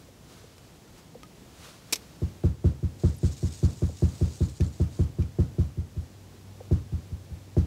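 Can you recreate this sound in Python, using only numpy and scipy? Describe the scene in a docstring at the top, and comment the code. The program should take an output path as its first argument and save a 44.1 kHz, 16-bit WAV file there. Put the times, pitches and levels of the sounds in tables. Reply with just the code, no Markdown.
"""In a small boat on a lake, an angler snaps the reel's bail shut and cranks: five dull knocks a second,
with one short pause. Each knock crosses rod and hull as a dispersive bending wave, treble first, and
excites low resonances. Friction makes the line hiss and the sleeves rustle, trapped air pockets
resonate in plops against the hull, and an electric motor hums faintly."""
import sys
import numpy as np
from scipy import signal
from scipy.fft import rfft, irfft, next_fast_len
from scipy.io import wavfile
from scipy.ndimage import uniform_filter1d, map_coordinates

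SR = 44100
rng = np.random.default_rng(int(sys.argv[2]) if len(sys.argv) > 2 else 0)


def store_pcm(level_fs):
    """Save levels as 16-bit WAV."""
    pcm = np.round(np.clip(level_fs, -1, 1) * 32767).astype(np.int16)
    wavfile.write(sys.argv[1], SR, np.atleast_2d(pcm).T)


N = 337806


def amp(db):
    """Amplitude grows tenfold for every 20 dB."""
    return 10 ** (np.asarray(db) / 20)


def unit(x):
    """Normalisation to an rms of 1."""
    return x / np.sqrt(np.mean(x ** 2) + 1e-20)


def fade(t, t60):
    """Exponential damping: 60 dB down after t60 seconds."""
    return np.exp(-np.log(1000) * t / t60)


def wobble(rate):
    """Smooth random fluctuation: a spline through rate random values a second."""
    knots = rng.standard_normal(int(N * rate / SR) + 4)
    return map_coordinates(knots, [np.arange(N) * rate / SR])


def noise(spectrum, size=N):
    """Spectral shaping: white noise is filtered by (Hz, dB) points and scaled to an rms of 1."""
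    m = next_fast_len(size)
    hz, db = np.transpose(spectrum)
    gain = amp(np.interp(np.log(np.fft.rfftfreq(m, 1 / SR) + 1), np.log(hz), db))
    return unit(irfft(rfft(rng.standard_normal(m)) * gain, m)[:size])


def add(track, s, sound):
    """Superposition: a sound adds to the track from s seconds on."""
    part = track[max(round(s * SR), 0):][:len(sound)]
    part += sound[:len(part)]


# Spectrum of the steady background noise, duller above 8 kHz.
# Each row: frequency in Hz, relative spectral density in dB.
BACKGROUND_SPECTRUM = [(25, -27), (59, -3), (160, -4), (340, -11), (510, -15), (850, -20), (1320, -26),
                       (2400, -27), (5800, -28.5), (7800, -30), (8400, -33), (15800, -38)]

def background(level_db, swell_db):
    """Broadband noise swells gently under slow amplitude modulation."""
    return amp(level_db + swell_db * wobble(6)) * noise(BACKGROUND_SPECTRUM)


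# Envelope of the motor's hum. Each row: time in seconds, level in dB.
MOTOR_LEVELS = [(2.1, -83), (2.35, -51.5), (5.6, -50.5), (6.1, -54), (6.8, -46), (7.66, -50)]

def motor(hz, waver):
    """Periodic vibration of the motor radiates one faint tone, wavering in frequency and level."""
    phase = 2 * np.pi * np.cumsum(hz * (1 + waver * wobble(5))) / SR
    level_db = np.interp(np.arange(N) / SR, *np.transpose(MOTOR_LEVELS))
    return amp(level_db + wobble(16)) * unit(np.sin(phase))


# Air pockets. Each row: start in seconds, peak level in dB, pitch in Hz, 60 dB decay time in seconds.
AIR_POCKETS = [(.085, -48, 520, 0.054), (.44, -42.5, 470, 0.029), (1.148, -44.5, 770, 0.0142),
               (1.153, -36.5, 492, 0.036), (3.8905, -42.5, 715, 0.0135), (3.895, -36.5, 500, 0.025),
               (6.604, -42, 750, 0.0244), (6.608, -35, 498, 0.03)]

def plops(rise_s):
    """Bubble resonance: air trapped by ripples against the hull rings as a damped oscillator."""
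    out, t = np.zeros(N), np.arange(SR // 5) / SR
    for s, db, hz, t60 in AIR_POCKETS:
        pocket = np.sin(2 * np.pi * hz * t) * fade(t, t60) * (1 - np.exp(-t / rise_s))
        add(out, s, amp(db) * pocket / np.abs(pocket).max())
    return out


# Spectrum of rubbing cloth. Each row: frequency in Hz, relative spectral density in dB.
CLOTH_SPECTRUM = [(240, -27), (500, 2), (800, -2), (1300, 0), (2000, -5.5), (4000, -4), (6500, -6.5),
                  (10000, -12.5), (15800, -21)]
# Arm movements. Each row: time of greatest speed in seconds, level in dB, rise and fall in seconds.
ARM_MOVES = [(.32, -56, 0.083, 0.45), (.99, -57, 0.057, 0.028), (1.65, -48, 0.09, 0.13),
             (1.91, -56.5, 0.063, 0.43)]
SWISH_RANGE_DB = 10  # drop in level one rise before the peak, or one fall after it

def sleeves(grain_db):
    """Friction in the jacket's cloth makes noise that swells and dies away with each arm movement."""
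    t, motion = np.arange(N) / SR, np.zeros(N)
    for s, db, rise, fall in ARM_MOVES:
        from_peak = np.maximum((s - t) / rise, (t - s) / fall)
        motion += amp(db - SWISH_RANGE_DB * from_peak)
    return motion * unit(noise(CLOTH_SPECTRUM) * amp(grain_db * wobble(150)))


def patchy(x, depth_db):
    """Random modulation in time and frequency: short patches of gain, a few hundred Hz wide."""
    spectra = signal.stft(x, nperseg=512)[2]
    field = uniform_filter1d(rng.standard_normal(spectra.shape), size=4, axis=0)
    field = uniform_filter1d(field, size=4, axis=1)
    return signal.istft(spectra * amp(depth_db * unit(field)), nperseg=512)[1][:N]


# Spectrum of the rubbing line. Each row: frequency in Hz, relative spectral density in dB.
LINE_SPECTRUM = [(1000, -13), (2000, -10.5), (3100, -8.5), (3700, -3.5), (5000, -2.5), (6300, -3),
                 (6950, 1), (7500, -3.5), (8100, -2), (9200, -11), (12000, -18), (15800, -24)]
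# Spells of taut line. Each row: start and length in seconds, level in dB, growth in dB per second.
LINE_PULLS = [(2.978, 0.25, -56.5, -8), (3.209, 0.536, -50, -3), (3.722, 0.752, -53.5, 3),
              (4.464, .39, -56, -4), (4.9, 0.154, -57.5, -6)]
GRIP_S, SLACKEN_S = 0.022, 0.017  # the hiss sets in and stops

def taut_line(flutter_db, grain_db, patchy_db):
    """Sliding friction in the guides makes a fine, uneven hiss that follows the line's tension."""
    t, tension = np.arange(N) / SR, np.zeros(N)
    for s, length, db, growth in LINE_PULLS:
        taut = np.clip(np.minimum((t - s) / GRIP_S, (s + length - t) / SLACKEN_S), 0, 1)
        tension += taut * amp(db + growth * (t - s))
    hiss = patchy(noise(LINE_SPECTRUM), patchy_db)
    roughness = amp(grain_db * wobble(300) + flutter_db * wobble(40))
    return tension * unit(hiss * roughness)


# Slips of slack line. Each row: start and length in seconds, level in dB, starting pitch in Hz.
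LINE_SLIPS = [(3.161, .014, -56, 13000), (3.178, .018, -54, 9970)]

def slack_line(scatter, fall_octaves_per_s):
    """Line slipping over a guide gives thin zips: falling tones with random frequency modulation."""
    out = np.zeros(N)
    for s, length, db, start_hz in LINE_SLIPS:
        t = np.arange(int(length * SR)) / SR
        hz = start_hz * 2 ** (-fall_octaves_per_s * t) * (1 + scatter * wobble(4000)[:len(t)])
        tone = unit(np.sin(2 * np.pi * np.cumsum(hz) / SR))
        add(out, s, amp(db) * np.sin(np.pi * t / length) * tone)
    return out


# Spectrum of an impact's crack. Each row: frequency in Hz, relative spectral density in dB.
CRACK_SPECTRUM = [(150, -27), (400, -1), (850, -13.5), (1150, -9.5), (1650, -18), (2200, -2), (3200, -5.5),
                  (4000, -1.5), (6000, 1), (7800, -4), (9000, -6.5), (11500, -6.5), (15800, -17)]
# Modes of the wire bail. Each row: frequency in Hz, relative level in dB, 60 dB decay time in seconds.
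WIRE_MODES = [(437, -33, .1), (2154, -26, .07), (2626, -29, .07), (3771, -29, .06), (4377, -28, .06),
              (4797, -28, .06), (5333, -26, .06), (5652, -27, .06), (5946, -26, .06), (6225, -26, .06),
              (7890, -30, .06), (11912, -35, .19)]

def contact(db, t60, bright_hz, crack_db, ring_db):
    """An impact gives a crack and a damped, wiry ring; a soft contact acts as a low-pass filter."""
    t = np.arange(SR // 4) / SR
    crack = amp(crack_db) * noise(CRACK_SPECTRUM, size=len(t)) * fade(t, t60)
    ring = np.zeros(len(t))
    for hz, mode_db, mode_t60 in WIRE_MODES:
        strength = amp(mode_db + rng.normal(0, 2.4))
        ring += strength * fade(t, mode_t60) * np.sin(2 * np.pi * (hz * t + rng.random()))
    softness = np.exp(-2 * np.pi * bright_hz / SR)
    return amp(db) * signal.lfilter([1 - softness], [1, -softness], crack + amp(ring_db) * ring)


# Small pitched ticks. 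Each row: start in seconds, gain in dB, 60 dB decay time of the crack in seconds,
# treble cutoff in Hz, ring frequency in Hz.
PITCHED_TICKS = [(.581, -38, 0.029, 3000, 3000), (.877, -37, .03, 900, 1400),
                 (1.2328, -23, 0.0078, 1800, 1248), (4.607, -24.5, 0.039, 1600, 1780),
                 (5.223, -31.5, 0.021, 1600, 2400)]

def pitched_ticks(crack_db, ring_db, ping_db, ping_t60):
    """Damped oscillation gives each small tick a brief pitched ring, like a drip of water."""
    out, t = np.zeros(N), np.arange(SR // 4) / SR
    for s, db, t60, bright_hz, ring_hz in PITCHED_TICKS:
        ping = amp(db + ping_db) * np.sin(2 * np.pi * ring_hz * t) * fade(t, ping_t60)
        add(out, s, contact(db, t60, bright_hz, crack_db, ring_db) + ping)
    return out


SNAP_S, SNAP_DB, SNAP_T60, SNAP_BRIGHT_HZ = 1.925, -15, 0.038, 11000
SEAT_DB, SEAT_T60, SEAT_BRIGHT_HZ = 7, 0.037, 600  # the dull blow as the bail seats
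REBOUND_S, REBOUND_DB, REBOUND_T60 = 0.032, -10.5, 0.047  # time and gain relative to the snap

def bail(crack_db, ring_db, count, chatter_s):
    """Repeated impact: the sprung bail chatters on its stop, seats in its frame and rebounds once."""
    out = np.zeros(N)
    contacts = SNAP_S + chatter_s * np.arange(count)
    for s in contacts:
        add(out, s, contact(SNAP_DB, SNAP_T60, SNAP_BRIGHT_HZ, crack_db, ring_db))
    seat = contact(SNAP_DB + SEAT_DB, SEAT_T60, SEAT_BRIGHT_HZ, crack_db, ring_db)
    rebound = contact(SNAP_DB + REBOUND_DB, REBOUND_T60, SNAP_BRIGHT_HZ, crack_db, ring_db)
    add(out, contacts[-1], seat)
    add(out, SNAP_S + REBOUND_S, rebound)
    return out


# Resonances and notches that colour the dull knock, summed with alternating signs.
# Each row: frequency in Hz, bandwidth in Hz, relative level in dB.
KNOCK_COLOUR = [(57, 14.9, -7), (82.3, 10.8, 0.5), (102.8, 10.1, -6), (114.6, 5.7, -12.5),
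                (122.5, 9.6, -10.5), (135.6, 7.8, -3.5), (135.05, 17.8, -3), (154.4, 13.5, -18.5),
                (168.4, 13, -8.5), (178.8, 25.7, -3), (185.8, 45.7, -10), (248.6, 40.8, -4.5),
                (253, 50.8, -6.5), (308.6, 6.9, -19.5), (340.1, 45.7, -11), (356.1, 63.5, -13.5),
                (440, 3.3, -46), (469.5, 22.05, -23.5), (563, 30, -29), (662, 200, -35.5)]

def knock_response(f, travel_s, low_hz):
    """Resonance and dispersion shape a knock; travel_s is the bending wave's group delay at 100 Hz."""
    colour = sum((-1) ** k * amp(db) * 1j * f * width / (hz * hz - f * f + 1j * f * width)
                 for k, (hz, width, db) in enumerate(KNOCK_COLOUR))
    # bending waves speed up with the root of frequency, so every knock sweeps downward
    bending = np.exp(-4j * np.pi * travel_s * np.sqrt(100 * f))
    # the longest waves hardly radiate
    u = 1j * f / low_hz
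    radiation = (u * u / (u * u + np.sqrt(2) * u + 1)) ** 2
    return -colour * bending * radiation


# Spectra of the hull's reverberation, a knock's first contact and the shaken gears.
# Each row: frequency in Hz, relative spectral density in dB.
BOOM_SPECTRUM = [(40, -32), (75, 14), (100, -24), (150, -9), (240, -5.5), (350, -18), (500, -18),
                 (900, -42), (2000, -84)]
TAP_SPECTRUM = [(200, 0), (700, 15), (1200, -5), (1800, -25), (4000, -28)]
GEAR_SPECTRUM = [(300, 9.5), (700, 1.5), (1300, 2), (1750, -5.5), (2300, -8.5), (6000, -9), (15000, -26.5)]
# Knocks of the crank. Each row: start in seconds, level in dB, contact hardness as a cutoff in Hz.
CRANK_KNOCKS = [(2.2169, -17.5, 870), (2.4369, -11.5, 1170), (2.6414, -10.7, 634), (2.8264, -17, 310),
                (3.0342, -10.5, 794), (3.2293, -12.6, 484), (3.4265, -16, 500), (3.6275, -11, 390),
                (3.8192, -14, 910), (4.0204, -11, 673), (4.21, -13, 530), (4.4045, -13.2, 500),
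                (4.5997, -13, 450), (4.798, -13, 570), (4.9898, -12.5, 500), (5.184, -15, 400),
                (5.3852, -11.5, 890), (5.582, -13, 460), (5.7716, -20.9, 248), (5.962, -22.5, 180),
                (6.7098, -11.5, 664), (6.9207, -20, 203), (7.1129, -26.5, 149), (7.3053, -28.5, 159),
                (7.5657, -10.5, 1180)]

def reel_play(delay_s, tick_db, t60, bright_hz, crack_db, ring_db):
    """Backlash: the reel ticks at each knock's greatest swing, the louder the harder the knock."""
    out = np.zeros(N)
    for s, db, hard_hz in CRANK_KNOCKS:
        tick = contact(db + tick_db, t60, bright_hz, crack_db, ring_db)
        add(out, s + delay_s, hard_hz / 1000 * tick)
    return out


def crank(boom_db, boom_t60, tap_db, tap_t60, rattle_db, rattle_t60, rattle_rise_s):
    """Impulse excitation: harder contacts give brighter knocks; the hull booms and the gears rattle."""
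    out, size = np.zeros(N), SR // 2
    t, f = np.arange(size) / SR, np.fft.rfftfreq(size, 1 / SR)
    body = knock_response(f, travel_s=0.00408, low_hz=36.7)
    # reverberation builds up only once the first waves have crossed the hull
    build_up = 1 - np.exp(-(t / .06) ** 3)
    shake = amp(rattle_db) * fade(t, rattle_t60) * (1 - np.exp(-t / rattle_rise_s))
    for s, db, hard_hz in CRANK_KNOCKS:
        knock = irfft(body / (1 + 1j * f / hard_hz) ** 2, size)
        boom = amp(boom_db) * noise(BOOM_SPECTRUM, size) * fade(t, boom_t60) * build_up
        tap = amp(tap_db) * hard_hz / 1000 * fade(t, tap_t60) * noise(TAP_SPECTRUM, size)
        rattle = shake * noise(GEAR_SPECTRUM, size)
        add(out, s, amp(db) * (knock / np.abs(knock).max() + boom + tap + rattle))
    return out


def scene():
    """Superposition of reel, angler, boat and background in one channel."""
    mix = crank(boom_db=-7.5, boom_t60=0.27, tap_db=-34.5, tap_t60=0.086,
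                rattle_db=-30.5, rattle_t60=0.34, rattle_rise_s=0.012)
    mix += taut_line(flutter_db=2.05, grain_db=2.0, patchy_db=2.0)
    mix += slack_line(scatter=0.108, fall_octaves_per_s=13)
    mix += reel_play(delay_s=0.018, tick_db=-30, t60=0.022, bright_hz=9000, crack_db=-8.5, ring_db=-5.5)
    mix += bail(crack_db=-5.5, ring_db=4, count=4, chatter_s=0.0025)
    mix += pitched_ticks(crack_db=-5, ring_db=-6, ping_db=-19.5, ping_t60=0.071)
    mix += sleeves(grain_db=0.6)
    mix += plops(rise_s=0.0026)
    mix += motor(hz=96.7, waver=0.011)
    mix += background(level_db=-51.5, swell_db=1.12)
    return mix[None]


TOP_HZ = 15750

def record(dry):
    """Band limiting: an ideal low-pass filter passes nothing above TOP_HZ."""
    m = next_fast_len(N + SR // 2)
    passband = np.fft.rfftfreq(m, 1 / SR) < TOP_HZ
    return irfft(rfft(dry, m) * passband, m)[..., :N]


dry = scene()
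out = record(dry)
store_pcm(out)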